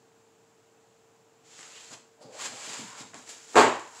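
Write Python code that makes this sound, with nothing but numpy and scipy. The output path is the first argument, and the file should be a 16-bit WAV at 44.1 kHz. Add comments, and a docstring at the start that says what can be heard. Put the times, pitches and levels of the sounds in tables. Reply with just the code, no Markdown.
"""A fan hums faintly in a small, quiet room while card folders are handled on a wooden table.
First one folder is peeled off the pile, its fibres catching and its edge scraping along a neighbour.
Then fingers grip the pile and slide it off the table edge with dull bumps; it rustles in the hands.
Finally it is slapped down: the sheets land in a quick cascade, the table and the room ring,
and a last soft rustle follows."""
import sys
import numpy as np
from scipy import signal
from scipy.fft import rfft, irfft, next_fast_len
from scipy.io import wavfile
from scipy.ndimage import uniform_filter1d, minimum_filter1d, map_coordinates

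SR = 44100
rng = np.random.default_rng(int(sys.argv[2]) if len(sys.argv) > 2 else 0)


def digitize_waveform(pressure):
    """Quantize a signal to 16-bit integers and store it at the path in sys.argv[1].

    Rows of a 2-D input are taken as channels; values are limited to [-1, 1].
    """
    field = np.atleast_2d(pressure).T
    bounded = np.clip(field, -1, 1)
    quanta = np.round(bounded * 32767).astype(np.int16)
    wavfile.write(sys.argv[1], SR, quanta)


N = 176400

# Impacts: start_s, level_db, cutoff_hz
SHEET_LANDINGS = [(3.5446, -33.5, 1120), (3.5557, -19, 10100), (3.564, -19, 9050), (3.5703, -18, 9000),
                  (3.576, -20, 9000), (3.5825, -19, 22000), (3.593, -23.5, 9000), (3.604, -26, 7040),
                  (3.624, -26.5, 2020), (3.639, -24.5, 885)]  # sheets landing one after another
TABLE_BUMPS = [(1.587, -58, 900), (1.908, -53.5, 1100), (1.926, -53, 1300), (2.207, -59, 1100),
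               (2.246, -50.5, 294), (2.465, -54, 400), (2.518, -52.5, 308), (2.673, -51, 453),
               (2.786, -44.5, 310), (2.815, -47.5, 230), (3.003, -48.5, 324), (3.1331, -52, 2400),
               (3.142, -50.5, 1660), (3.149, -51, 1890)]  # hands and pile bumping the table
EDGE_FLICKS = [(1.591, -51.5, 12000), (1.608, -54.5, 7900), (1.629, -52, 7000), (3.143, -50, 8800),
               (3.276, -54.5, 6100), (3.795, -52, 12000)]  # card edges flicking past each other
# Spectra of those impacts: frequency_hz, gain_db
SLAP_SPECTRUM = [(70, -16.5), (110, -13), (200, -15), (250, -3.5), (420, 1.5), (580, -3.5), (1000, -2),
                 (1350, -7.5), (2500, -13.5), (3700, -20), (4700, -21), (5700, -27.5), (7200, -24),
                 (15000, -18.5)]
BUMP_SPECTRUM = [(70, -9), (120, 4.5), (170, 2.5), (260, 9.5), (380, -1.5), (750, 0.5), (1500, -2),
                 (6000, -6)]
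FLICK_SPECTRUM = [(300, -14), (1500, 4.5), (4800, 0), (10000, 4.5), (15000, -3)]
# Resonances of the room and table that ring after a slap or bump: pitch_hz, relative_level_db, t60_s
RINGING_MODES = [(115.8, -11.5, 0.34), (246, -3, 0.34), (258.6, -9, 0.29), (338, -4, 0.4),
                 (376.7, -5.5, 0.22), (426.6, 6.5, 0.29), (525, -1.5, 0.33), (560, -4, 0.36),
                 (636, -3.5, 0.22), (656, 1.5, 0.25), (726, 4.5, 0.27), (787, -12.5, 0.54), (884, 1, 0.39),
                 (920, 6, 0.21), (1023, -1, 0.25), (1077, -5.5, 0.38), (1113, -2.5, 0.39), (1156, -4, 0.24),
                 (1618, -6.5, 0.36)]
# Envelopes of rubbing: time_s, relative_level_db
PEEL_ENVELOPE = [(1.41, -81), (1.46, -60), (1.52, -55), (1.565, -53), (1.595, -50), (1.665, -51.5),
                 (1.74, -52.5), (1.78, -50), (1.87, -52), (1.915, -49), (1.94, -44.5), (1.966, -58),
                 (2.05, -87)]  # folder peeled off the pile
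SLIDE_ENVELOPE = [(2.2, -78), (2.222, -62), (2.295, -67), (2.335, -51.5), (2.375, -47.5), (2.41, -38.5),
                  (2.465, -33.5), (2.49, -48), (2.54, -46), (2.63, -42.5), (2.71, -39), (2.79, -40),
                  (2.86, -48.5), (2.96, -50), (3.015, -43), (3.05, -58), (3.12, -59)]  # pile slid across the table
SHIFT_ENVELOPE = [(3.12, -66), (3.16, -52.5), (3.26, -55.5), (3.3, -41), (3.345, -48.5), (3.4, -52),
                  (3.46, -53), (3.54, -44.5), (3.82, -56.5), (3.94, -52.5), (3.98, -47), (4.04, -48)]  # sheets shifting in the hands
# Spectra of that rubbing: frequency_hz, gain_db
PEEL_SPECTRUM = [(100, -4), (300, -1), (800, 0.5), (1500, -0.5), (4500, 0), (7000, -1), (15000, -3.5)]
SLIDE_SPECTRUM = [(100, -7), (270, -1.5), (1200, 1.5), (2500, 2), (4000, 0), (4900, 1.5), (5700, -1.5),
                  (7200, 0), (15000, -2.5)]
SHIFT_SPECTRUM = [(100, -19), (270, 4.5), (500, 1), (1000, 0.5), (3500, -1), (5000, 0.5), (15000, 0.5)]
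# Resonant scrapes: time_s, level_db, resonance_hz
PILE_DRAG = [(2.19, -65, 595), (2.215, -51.5, 550), (2.29, -52, 516), (2.365, -47.5, 540),
             (2.39, -48, 1030), (2.425, -47, 1150), (2.47, -55, 1130), (2.5, -53, 860), (2.55, -51, 530),
             (2.6, -53.5, 860), (2.76, -56, 885), (2.88, -54, 950), (2.95, -48, 1080), (3.04, -53.5, 940),
             (3.1, -77, 940), (3.82, -86, 950), (3.92, -56, 930), (4.03, -54, 940)]  # pile dragging on the wood
EDGE_SCRAPE = [(1.72, -64, 2550), (1.782, -50.5, 3000), (1.84, -70, 3450)]  # a folder's edge along its neighbour
FINGER_SKID = [(2.21, -67, 4700), (2.226, -59.5, 4670), (2.3, -70, 4700)]  # fingers taking hold of the top folder
FINGERTIP_BRUSH = [(2.205, -72, 9000), (2.226, -54, 10500), (2.25, -68, 10000)]  # fingertips landing on the card
# Air noise of the fan: frequency_hz, gain_db
FAN_AIR_SPECTRUM = [(40, -1), (125, 2.5), (190, -1), (350, 0), (520, -3.5), (750, -2.5), (1150, -8),
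                    (2200, -15), (2650, -14.5), (3700, -18), (7500, -19), (10000, -16.5), (15000, -3.5)]
# Tones of the fan: pitch_hz, level_db
FAN_TONES = [(454, -65), (429, -75)]
# Reverberation time of the room: frequency_hz, t60_s
ROOM_DECAY = [(100, 0.47), (300, 0.31), (900, 0.49), (2500, 0.47), (7000, 0.44), (15000, 0.27)]
# Response of the microphone: frequency_hz, gain_db
MIC_RESPONSE = [(20, -40), (80, -15.5), (105, -4.5), (1000, -0.5), (5900, 0), (6800, 5), (7650, 6.5),
                (8200, -5), (10000, -12), (13000, -24.5), (15800, -29)]


def slap(ring_start_s=3.564, ring_db=-16.5):
    """Impact excitation: one edge touches, then the sheets clap down and set room and table ringing."""
    out = np.zeros(N)
    for start_s, level_db, cutoff_hz in SHEET_LANDINGS:
        add(out, start_s, amp(level_db) * contact(SLAP_SPECTRUM, cutoff_hz, t60_s=0.014, room_db=5.5))
    add(out, ring_start_s, amp(ring_db) * ring())
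    return out


def contact(spectrum, cutoff_hz, t60_s, room_db, rise_s=0.0012):
    """Cushioned impact: card yields, so the burst swells briefly. With room, rms 1 over 30 ms."""
    tail = room_tail()
    t = np.arange(len(tail)) / SR
    burst = rng.standard_normal(len(t)) * amp(-60 * t / t60_s) * (1 - np.exp(-t / rise_s))
    hit = coloured(burst / np.linalg.norm(burst) + amp(room_db) * tail, spectrum, cutoff_hz)
    return hit / np.std(hit[:int(0.03 * SR)])


def ring(cutoff_hz=np.inf, rise_s=0.008):
    """Resonance: after an impact, modes of the room and table swell and die away as damped sinusoids."""
    t = np.arange(SR) / SR
    modes = np.zeros(SR)
    for pitch_hz, level_db, t60_s in RINGING_MODES:
        envelope = softness(pitch_hz, cutoff_hz) * amp(level_db - 60 * t / t60_s)
        modes += envelope * np.sin(2 * np.pi * (pitch_hz * t + rng.random()))
    return modes * (1 - np.exp(-t / rise_s))


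def softness(hz, cutoff_hz):
    """Contact compliance: a soft contact excites little above its cut-off."""
    return 1 / np.sqrt(1 + (hz / cutoff_hz) ** 6)


def rub(envelope, spectrum, flutter_db=0.93):
    """Sliding friction: paper gives broadband noise that swells and fades with the stroke."""
    gain, = curves(envelope)
    flutter = amp(flutter_db * wobble(77))
    return in_room(gain * flutter * unit(coloured(fibres(), spectrum)))


def scrape(stroke, half_width_octaves=0.77, core_db=2.5, core_half_width_octaves=0.11):
    """Friction-driven resonance: juddering card sounds in one gliding band with a narrow, sharper peak at its
    centre."""
    gain, resonance_hz = curves(stroke)
    hz, t, friction = signal.stft(fibres(), SR, nperseg=1024)
    octaves = np.log2((hz[:, None] + 1) / np.interp(t * SR, np.arange(N), resonance_hz))
    core = amp(core_db) / (1 + (octaves / core_half_width_octaves) ** 2)
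    band = (1 + core) / (1 + (octaves / half_width_octaves) ** 2) ** 2
    judder = signal.istft(friction * band / np.linalg.norm(band, axis=0), SR, nperseg=1024)[1][:N]
    return in_room(gain * unit(judder))


def fibres(catches_per_s=2600, catch_power_share=0.34):
    """Stick-slip friction: paper fibres make tiny catches of uneven size over a smooth hiss."""
    catches = (rng.random(N) < catches_per_s / SR) * rng.standard_normal(N)
    hiss = rng.standard_normal(N)
    return np.sqrt(catch_power_share) * unit(catches) + np.sqrt(1 - catch_power_share) * hiss


def bumps(ring_offset_db=-9):
    """Soft impacts: hands and pile thud on the wood; room and table ring mainly below a cut-off."""
    out = np.zeros(N)
    for start_s, level_db, cutoff_hz in TABLE_BUMPS:
        add(out, start_s, amp(level_db) * contact(BUMP_SPECTRUM, cutoff_hz, t60_s=0.033, room_db=2))
        add(out, start_s, amp(level_db + ring_offset_db) * ring(cutoff_hz))
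    return out


def flicks():
    """Brief impacts have wide spectra: card edges tick brightly as they pass each other."""
    out = np.zeros(N)
    for start_s, level_db, cutoff_hz in EDGE_FLICKS:
        add(out, start_s, amp(level_db) * contact(FLICK_SPECTRUM, cutoff_hz, t60_s=0.009, room_db=0))
    return out


def fan(air_db=-55, drift_rad=0.34):
    """Tonal and broadband noise: two tones with slight phase modulation over a steady rush of air."""
    t = np.arange(N) / SR
    tones = sum(amp(level_db) * np.sqrt(2) * np.sin(2 * np.pi * pitch_hz * t + drift_rad * wobble(7.44))
                for pitch_hz, level_db in FAN_TONES)
    air = amp(air_db) * unit(coloured(rng.standard_normal(N), FAN_AIR_SPECTRUM))
    return tones + air


def room_tail(rise_s=0.0028):
    """Diffuse reverberation: a random impulse response of energy 1, each band decaying at its own rate."""
    hz, t, noise = signal.stft(rng.standard_normal(SR * 3 // 4), SR, nperseg=256)
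    decay = amp(-60 * t / along(ROOM_DECAY, hz)[:, None])
    tail = signal.istft(noise * decay, SR, nperseg=256)[1]
    tail *= 1 - np.exp(-np.arange(len(tail)) / SR / rise_s)
    return tail / np.linalg.norm(tail)


def in_room(direct, room_db=-6.5):
    """Convolution with the room adds reverberation; the total power stays about the same."""
    wet = amp(room_db)
    reverberation = signal.fftconvolve(direct, room_tail())[:N]
    return (direct + wet * reverberation) / np.hypot(1, wet)


def coloured(x, spectrum, cutoff_hz=np.inf):
    """Minimum-phase filtering by a spectrum and an optional soft low-pass."""
    size = 2 * next_fast_len(len(x))
    hz = np.fft.rfftfreq(size, 1 / SR)
    cepstrum = irfft(np.log(amp(along(spectrum, hz)) * softness(hz, cutoff_hz)))
    # folding the cepstrum onto positive time makes the filter causal
    cepstrum[1:size // 2] *= 2
    cepstrum[size // 2 + 1:] = 0
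    return irfft(rfft(x, size) * np.exp(rfft(cepstrum)))[:len(x)]


def amp(db):
    """Amplitude ratio of a level in decibels."""
    return 10 ** (np.asarray(db) / 20)


def unit(x):
    """Normalisation to rms 1."""
    return x / np.sqrt(np.mean(x ** 2) + 1e-20)


def along(points, hz):
    """Interpolation on a logarithmic frequency axis."""
    frequency_hz, values = np.transpose(points)
    return np.interp(np.log(hz + 1), np.log(frequency_hz + 1), values)


def curves(rows):
    """Interpolation in time: a gain per sample (silent outside the rows), then any further columns."""
    time_s, level_db, *columns = np.transpose(rows)
    t = np.arange(N) / SR
    gain = amp(np.interp(t, time_s, level_db, left=-np.inf, right=-np.inf))
    return [gain] + [np.interp(t, time_s, column) for column in columns]


def wobble(knots_per_s):
    """Smooth random modulation: a spline through Gaussian knots."""
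    knots = rng.standard_normal(int(N * knots_per_s / SR) + 4)
    return map_coordinates(knots, [np.arange(N) * knots_per_s / SR])


def add(out, start_s, x):
    """Superposition of x onto out from start_s on."""
    part = out[round(start_s * SR):][:len(x)]
    part += x[:len(part)]


def scene(rubbing_db=2):
    """Superposition: the friction and impacts of the folders add to the sound of the fan."""
    rubbing = rub(PEEL_ENVELOPE, PEEL_SPECTRUM)
    rubbing += rub(SLIDE_ENVELOPE, SLIDE_SPECTRUM)
    rubbing += rub(SHIFT_ENVELOPE, SHIFT_SPECTRUM)
    scrapes = scrape(PILE_DRAG, half_width_octaves=1)
    scrapes += scrape(EDGE_SCRAPE) + scrape(FINGER_SKID) + scrape(FINGERTIP_BRUSH)
    return (amp(rubbing_db) * rubbing + scrapes + bumps() + flicks() + slap() + fan())[None]


def record(dry, ceiling=0.68, limiter_s=0.0013, top_hz=15750):
    """Transduction: a small microphone with a treble peak, then a fast limiter and a steep band limit."""
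    x = coloured(dry[0], MIC_RESPONSE)
    span = int(limiter_s * SR)
    needed_gain = np.minimum(1, ceiling / (np.abs(x) + 1e-9))
    limited = x * uniform_filter1d(minimum_filter1d(needed_gain, span), span)
    size = next_fast_len(N + SR // 2)
    passband = np.fft.rfftfreq(size, 1 / SR) < top_hz
    return irfft(rfft(limited, size) * passband, size)[None, :N]


dry = scene()
out = record(dry)
digitize_waveform(out)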